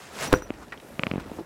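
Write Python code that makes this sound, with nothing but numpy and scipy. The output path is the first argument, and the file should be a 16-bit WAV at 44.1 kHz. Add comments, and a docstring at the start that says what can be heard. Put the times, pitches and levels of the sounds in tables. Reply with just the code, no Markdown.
"""Inside a small camper, bedding swishes across the bed and a panel drops shut with a double thump.
A small metal fitting rattles and rings on. Someone leans on the bed platform, which slips under
the load and creaks in a run of dry, separate knocks. Cloth rustles and brushes throughout, its
fibres catching as it slides, over a faint rumble."""
import sys
import numpy as np
from scipy import signal
from scipy.io import wavfile

SR = 44100
rng = np.random.default_rng(int(sys.argv[2]) if len(sys.argv) > 2 else 0)


def to_wav(sig):
    """Store sig (one row per channel, or 1-D mono) as 16-bit WAV at the path in sys.argv[1].

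    Samples outside -1..1 are clipped; the rate is SR.
    """
    pcm = np.clip(np.atleast_2d(sig), -1, 1) * 32767
    pcm = np.round(pcm).astype(np.int16)
    wavfile.write(sys.argv[1], SR, pcm.T)  # frames by channels


N = 63945
TIME = np.arange(N) / SR


def from_db(db):
    """Decibels to gain."""
    return 10 ** (np.asarray(db) / 20)


def rms_one(x):
    """Scale to rms 1."""
    return x / np.sqrt(np.mean(x ** 2) + 1e-20)


def peak_one(x):
    """Scale to peak 1."""
    return x / np.abs(x).max()


def cut(x, hz, kind, order=2):
    """Butterworth filter."""
    sos = signal.butter(order, np.clip(hz, 10, .45 * SR), kind, fs=SR, output="sos")
    return signal.sosfilt(sos, x)


def noise(hz, kind="band"):
    """Filtered white noise, rms 1."""
    return rms_one(cut(rng.standard_normal(N), hz, kind))


def click(start_s):
    """Unit impulse."""
    x = np.full(N, 1e-18)
    x[int(np.clip(start_s * SR, 0, N - 1))] = 1
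    return x


def resonance(x, hz, width_hz):
    """Two-pole resonator."""
    radius = np.exp(-np.pi * width_hz / SR)
    return signal.lfilter([1, 0, -1], [1, -2 * radius * np.cos(2 * np.pi * hz / SR), radius ** 2], x)


def decay(start_s, t60_s):
    """Step onset, exponential decay."""
    return (TIME >= start_s) * from_db(-60 * np.maximum(TIME - start_s, 0) / t60_s)


def ring(start_s, hz, t60_s):
    """One struck mode."""
    return decay(start_s, t60_s) * np.sin(2 * np.pi * hz * (TIME - start_s))


def knock(start_s, hz, width_hz, low_hz, top_hz):
    """Heavily damped board resonance, band-limited, peak 1."""
    softened = cut(resonance(click(start_s), hz, width_hz), top_hz, "low")
    return peak_one(cut(softened, low_hz, "high", order=1))


def level(curve):
    """Gain envelope from (time_s, level_db) points."""
    return from_db(np.interp(TIME, *np.transpose(curve)))


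def drift(rate_hz):
    """Smooth random signal, rms 1."""
    return rms_one(cut(rng.standard_normal(2 * N), rate_hz, "low")[N:])


def rough_noise(spectrum, grain_db, flicker_db):
    """Half-octave noise bands with a shared fast grain and a slower flicker each; rms 1."""
    hz, density_db = np.transpose(spectrum)
    edges_hz = 22 * 2 ** np.arange(0, 10, .5)
    white = rng.standard_normal((2, N))  # adjacent bands use independent noise
    grainy = white * from_db(grain_db * drift(rate_hz=300))
    out = 0
    for k, (low_hz, high_hz) in enumerate(zip(edges_hz, edges_hz[1:])):
        band_db = np.interp(np.log(low_hz * high_hz) / 2, np.log(hz), density_db)
        band = cut(grainy[k % 2], [low_hz, high_hz], "band")
        out += from_db(band_db + flicker_db * drift(rate_hz=24.8)) * band
    return rms_one(out)


# Rumble spectrum: freq_hz, relative_density_db
RUMBLE_SPECTRUM = [(15, -37), (25, -19), (344, -6.5), (416, -4), (476, -4), (2160, -15), (3520, -28),
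                   (14800, -56), (16000, -39)]


def rumble():
    """Faint, continuous background noise, strongest in the low mids."""
    return from_db(-53.5) * rough_noise(RUMBLE_SPECTRUM, grain_db=-2, flicker_db=-1.7)


# Sleeve slide envelope: time_s, level_db
SLEEVE_ENVELOPE = [(.76, -65), (.85, -59.5), (.95, -59), (1.03, -60.5), (1.2, -67), (1.3, -61.5),
                   (1.37, -59), (1.43, -65)]


def sleeve():
    """Smooth fabric slides over the cover with a thin hiss."""
    return level(SLEEVE_ENVELOPE) * noise([3750, 13000])


# Cloth rustle envelope: time_s, level_db
RUSTLE_ENVELOPE = [(0, -58.5), (.3, -35.5), (.45, -49), (.56, -46), (.67, -50), (.75, -47), (.81, -51.5),
                   (.89, -45.5), (.95, -46.5), (1.03, -42), (1.12, -41.5), (1.21, -41.5), (1.28, -42.5),
                   (1.35, -43.5), (1.41, -43), (1.45, -60)]
# Cloth rustle spectrum: freq_hz, relative_density_db
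RUSTLE_SPECTRUM = [(30, -24), (55, 8), (110, 1.5), (190, 6), (360, 3), (600, 0), (1300, -9), (2000, -10.5),
                   (3000, -17.5), (7000, -25), (12800, -37.5), (16000, -16)]


def rustle():
    """Cloth moves with the body; catching fibres roughen the friction noise."""
    return level(RUSTLE_ENVELOPE) * rough_noise(RUSTLE_SPECTRUM, grain_db=2.46, flicker_db=2.8)


# Bedding slide envelope: time_s, level_db
SWISH_ENVELOPE = [(0, -47), (.04, -46), (.11, -50), (.16, -42), (.2, -33.5), (.232, -28), (.275, -34),
                  (.3, -50.5), (.33, -38), (.39, -48), (.46, -94)]
# Bedding slide spectrum: freq_hz, relative_density_db
SWISH_SPECTRUM = [(30, -23), (55, -26), (120, -16.5), (180, 7), (280, -28), (400, -5.5), (1000, -6),
                  (1600, -5.5), (3000, -12.5), (8000, -16), (12000, -28), (14500, -29), (16000, -46)]


def bedding():
    """Bedding drags across the bed in one swish of friction noise."""
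    return level(SWISH_ENVELOPE) * rough_noise(SWISH_SPECTRUM, grain_db=-1.5, flicker_db=1.33)


# Brushes and pats on cloth: peak_s, rub_db, hiss_db, attack_s, t60_s, centre_hz
CLOTH_BRUSHES = [(.3255, -20.5, -67, 0.00071, 0.057, 1150), (0.4218, -35, -50, 0.00049, 0.025, 1120),
                 (.632, -46, -57, 0.026, 0.081, 1060), (0.683, -51, -54, .001, 0.012, 2400),
                 (0.7226, -31.5, -71, 0.00033, 0.075, 1565), (0.776, -48.5, -61, 0.00075, 0.045, 2700),
                 (0.8, -44.5, -54.5, .0003, 0.026, 2720), (1.2, -38.5, -47, 0.0011, 0.041, 1430),
                 (1.388, -36, -72, 0.0036, 0.067, 725)]


def brushes(band_ratio=1.393, body_db=-7.5):
    """Brief cloth rubs: a broad noise band, body below it, crisp hiss above."""
    out = 0
    for peak_s, rub_db, hiss_db, attack_s, t60_s, centre_hz in CLOTH_BRUSHES:
        rub = noise([centre_hz / band_ratio, centre_hz * band_ratio])
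        body = from_db(body_db) * noise([centre_hz / 6, centre_hz])
        hiss = noise([2175, 8700])
        swell = (TIME < peak_s) * np.exp(np.minimum(TIME - peak_s, 0) / attack_s)
        envelope = swell + decay(peak_s, t60_s)
        out += envelope * (from_db(rub_db) * (rub + body) + from_db(hiss_db) * hiss)
    return out


# Bumps on the platform edge: start_s, level_db, pitch_hz, width_hz
EDGE_BUMPS = [(0.422, -30.5, 284, 200), (0.848, -37.5, 300, 150), (1.3162, -23.5, 231, 160),
              (1.3884, -26.5, 293, 70), (1.395, -28.5, 345, 71), (1.4068, -27, 302, 70),
              (1.4127, -29.5, 330, 70)]


def bumps(top_hz=602):
    """Padded contacts ring the platform briefly."""
    out = 0
    for start_s, level_db, pitch_hz, width_hz in EDGE_BUMPS:
        board = resonance(click(start_s), pitch_hz, width_hz)
        out += from_db(level_db) * peak_one(cut(board, top_hz, "low"))
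    return out


# Slips of the loaded platform: start_s, knock_db, pitch_hz, snap_db
PLATFORM_SLIPS = [(0.5047, -17, 265, -22.5), (.9943, -17, 170, -12.5), (1.0351, -19, 162, -7.5),
                  (1.068, -16.5, 164, -13), (1.114, -15.5, 173, -15), (1.1373, -16, 180, -29.5),
                  (1.158, -16.5, 171, -33), (1.180, -17, 164, -38)]
# Joint modes: freq_hz, gain_db, width_hz
JOINT_MODES = [(546, -9, 110), (1140, 0.5, 485), (2266, 5, 780)]


def creak(crack_hz=4070, crack_db=-22):
    """Each slip knocks the board; the joint adds a woody snap with a thin crack."""
    out = 0
    for start_s, knock_db, pitch_hz, snap_db in PLATFORM_SLIPS:
        slip = click(start_s)
        board = knock(start_s, pitch_hz, width_hz=145, low_hz=53, top_hz=833)
        joint = sum(from_db(db) * resonance(slip, hz, width_hz) for hz, db, width_hz in JOINT_MODES)
        crack = resonance(resonance(slip, crack_hz, width_hz=1150), crack_hz, width_hz=1600)
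        snap = peak_one(cut(joint, 3100, "low", order=6)) + from_db(crack_db) * peak_one(crack)
        out += from_db(knock_db) * board + from_db(snap_db) * snap
    return out


# Contacts of the metal fitting: start_s, level_db
FITTING_CONTACTS = [(.275, -34), (.308, -54), (.342, -34.5), (0.354, -38.5), (0.366, -50), (0.387, -48),
                    (0.403, -73), (0.4213, -41.5), (0.436, -46.5), (0.464, -58)]
# Fitting modes: freq_hz, gain_db, t60_s
FITTING_MODES = [(5840, 0, .08), (5940, -6, .07), (9006, -17, .11), (14210, -15, .1)]


def fitting(tick_db=-27, rise_s=.0033, flutter_db=1.5):
    """A small metal part rattles: each graze gives a faint tick and a fast-rising, fluttering ring."""
    out = 0
    for start_s, level_db in FITTING_CONTACTS:
        tick = cut(rng.standard_normal(N), 4000, "high") * decay(start_s, t60_s=.02)
        modes = sum(from_db(db + rng.normal(0, 1)) * ring(start_s, hz * rng.normal(1, .0031), t60_s)
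                    for hz, db, t60_s in FITTING_MODES)
        rise = np.clip((TIME - start_s) / rise_s, 0, 1)
        out += from_db(level_db) * (from_db(tick_db) * tick + rise * modes)
    return out * from_db(flutter_db * drift(rate_hz=120))


# Low cabin modes: freq_hz, level_db, t60_s
CABIN_MODES = [(41.6, -37.5, 0.75), (53.7, -27, 0.12)]


def cabin_sway(start_s):
    """A blow sets the cabin swaying on two low modes."""
    return sum(from_db(db) * ring(start_s, hz, t60_s) for hz, db, t60_s in CABIN_MODES)


def cabin_reverb(x, wet_db=-20.5, delay_s=.0037, t60_s=.16, top_hz=2230):
    """Short, dull reverberation of a small padded space."""
    tail = cut(rng.standard_normal(N) * decay(delay_s, t60_s), top_hz, "low", order=1)
    return from_db(wet_db) * signal.fftconvolve(x, tail / np.linalg.norm(tail))[:N]


# Blows on the panel: start_s, thud_db, clack_db, ring_db, crack_db
PANEL_BLOWS = [(0.3285, -6, -15, -21, -21), (0.3384, -8, -13, -26, -38)]
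# Panel modes: freq_hz, gain_db, t60_s
PANEL_MODES = [(66.7, 2, 0.16), (114.7, -9.5, 0.057), (154, 10, 0.11), (259, -3, 0.071), (341, -1, 0.14),
               (421, 0, 0.087), (510, 3, 0.15), (610, -30, 0.14), (890, -6.5, 0.041), (1110, -31, 0.06),
               (1270, -22, 0.073), (1487, -28, 0.055), (1650, -26, .09), (1800, -33, 0.07)]


def panel(clack_hz=1280, spread_s=.00396):
    """Each blow gives a dull thud, a woody clack and a crack; modes start as it spreads over the panel."""
    out = 0
    for start_s, thud_db, clack_db, ring_db, crack_db in PANEL_BLOWS:
        thud = knock(start_s, hz=262, width_hz=216, low_hz=45, top_hz=870)
        clack = noise([clack_hz / 1.29, clack_hz * 1.22]) * decay(start_s, t60_s=.02)
        crack = noise(7850, "low") * decay(start_s, t60_s=.015)
        modes = sum(from_db(db + rng.normal(0, 2)) * ring(start_s + rng.uniform(0, spread_s), hz, t60_s)
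                    for hz, db, t60_s in PANEL_MODES)
        out += from_db(thud_db) * thud + from_db(clack_db) * clack
        out += from_db(crack_db) * crack + from_db(ring_db) * modes
    return out


def scene():
    """Mono mix; only the panel drives the cabin's reverb and sway."""
    thump = panel()
    background = rumble()
    cloth = bedding() + rustle() + sleeve() + brushes()
    cabin = cabin_reverb(thump) + cabin_sway(start_s=PANEL_BLOWS[0][0])
    return (background + cloth + bumps() + creak() + fitting() + cabin + thump)[None]


def record(dry, cutoff_hz=15900):
    """Steep elliptic low-pass."""
    return signal.sosfilt(signal.ellip(10, .1, 80, cutoff_hz, fs=SR, output="sos"), dry)


dry = scene()
out = record(dry)
to_wav(out)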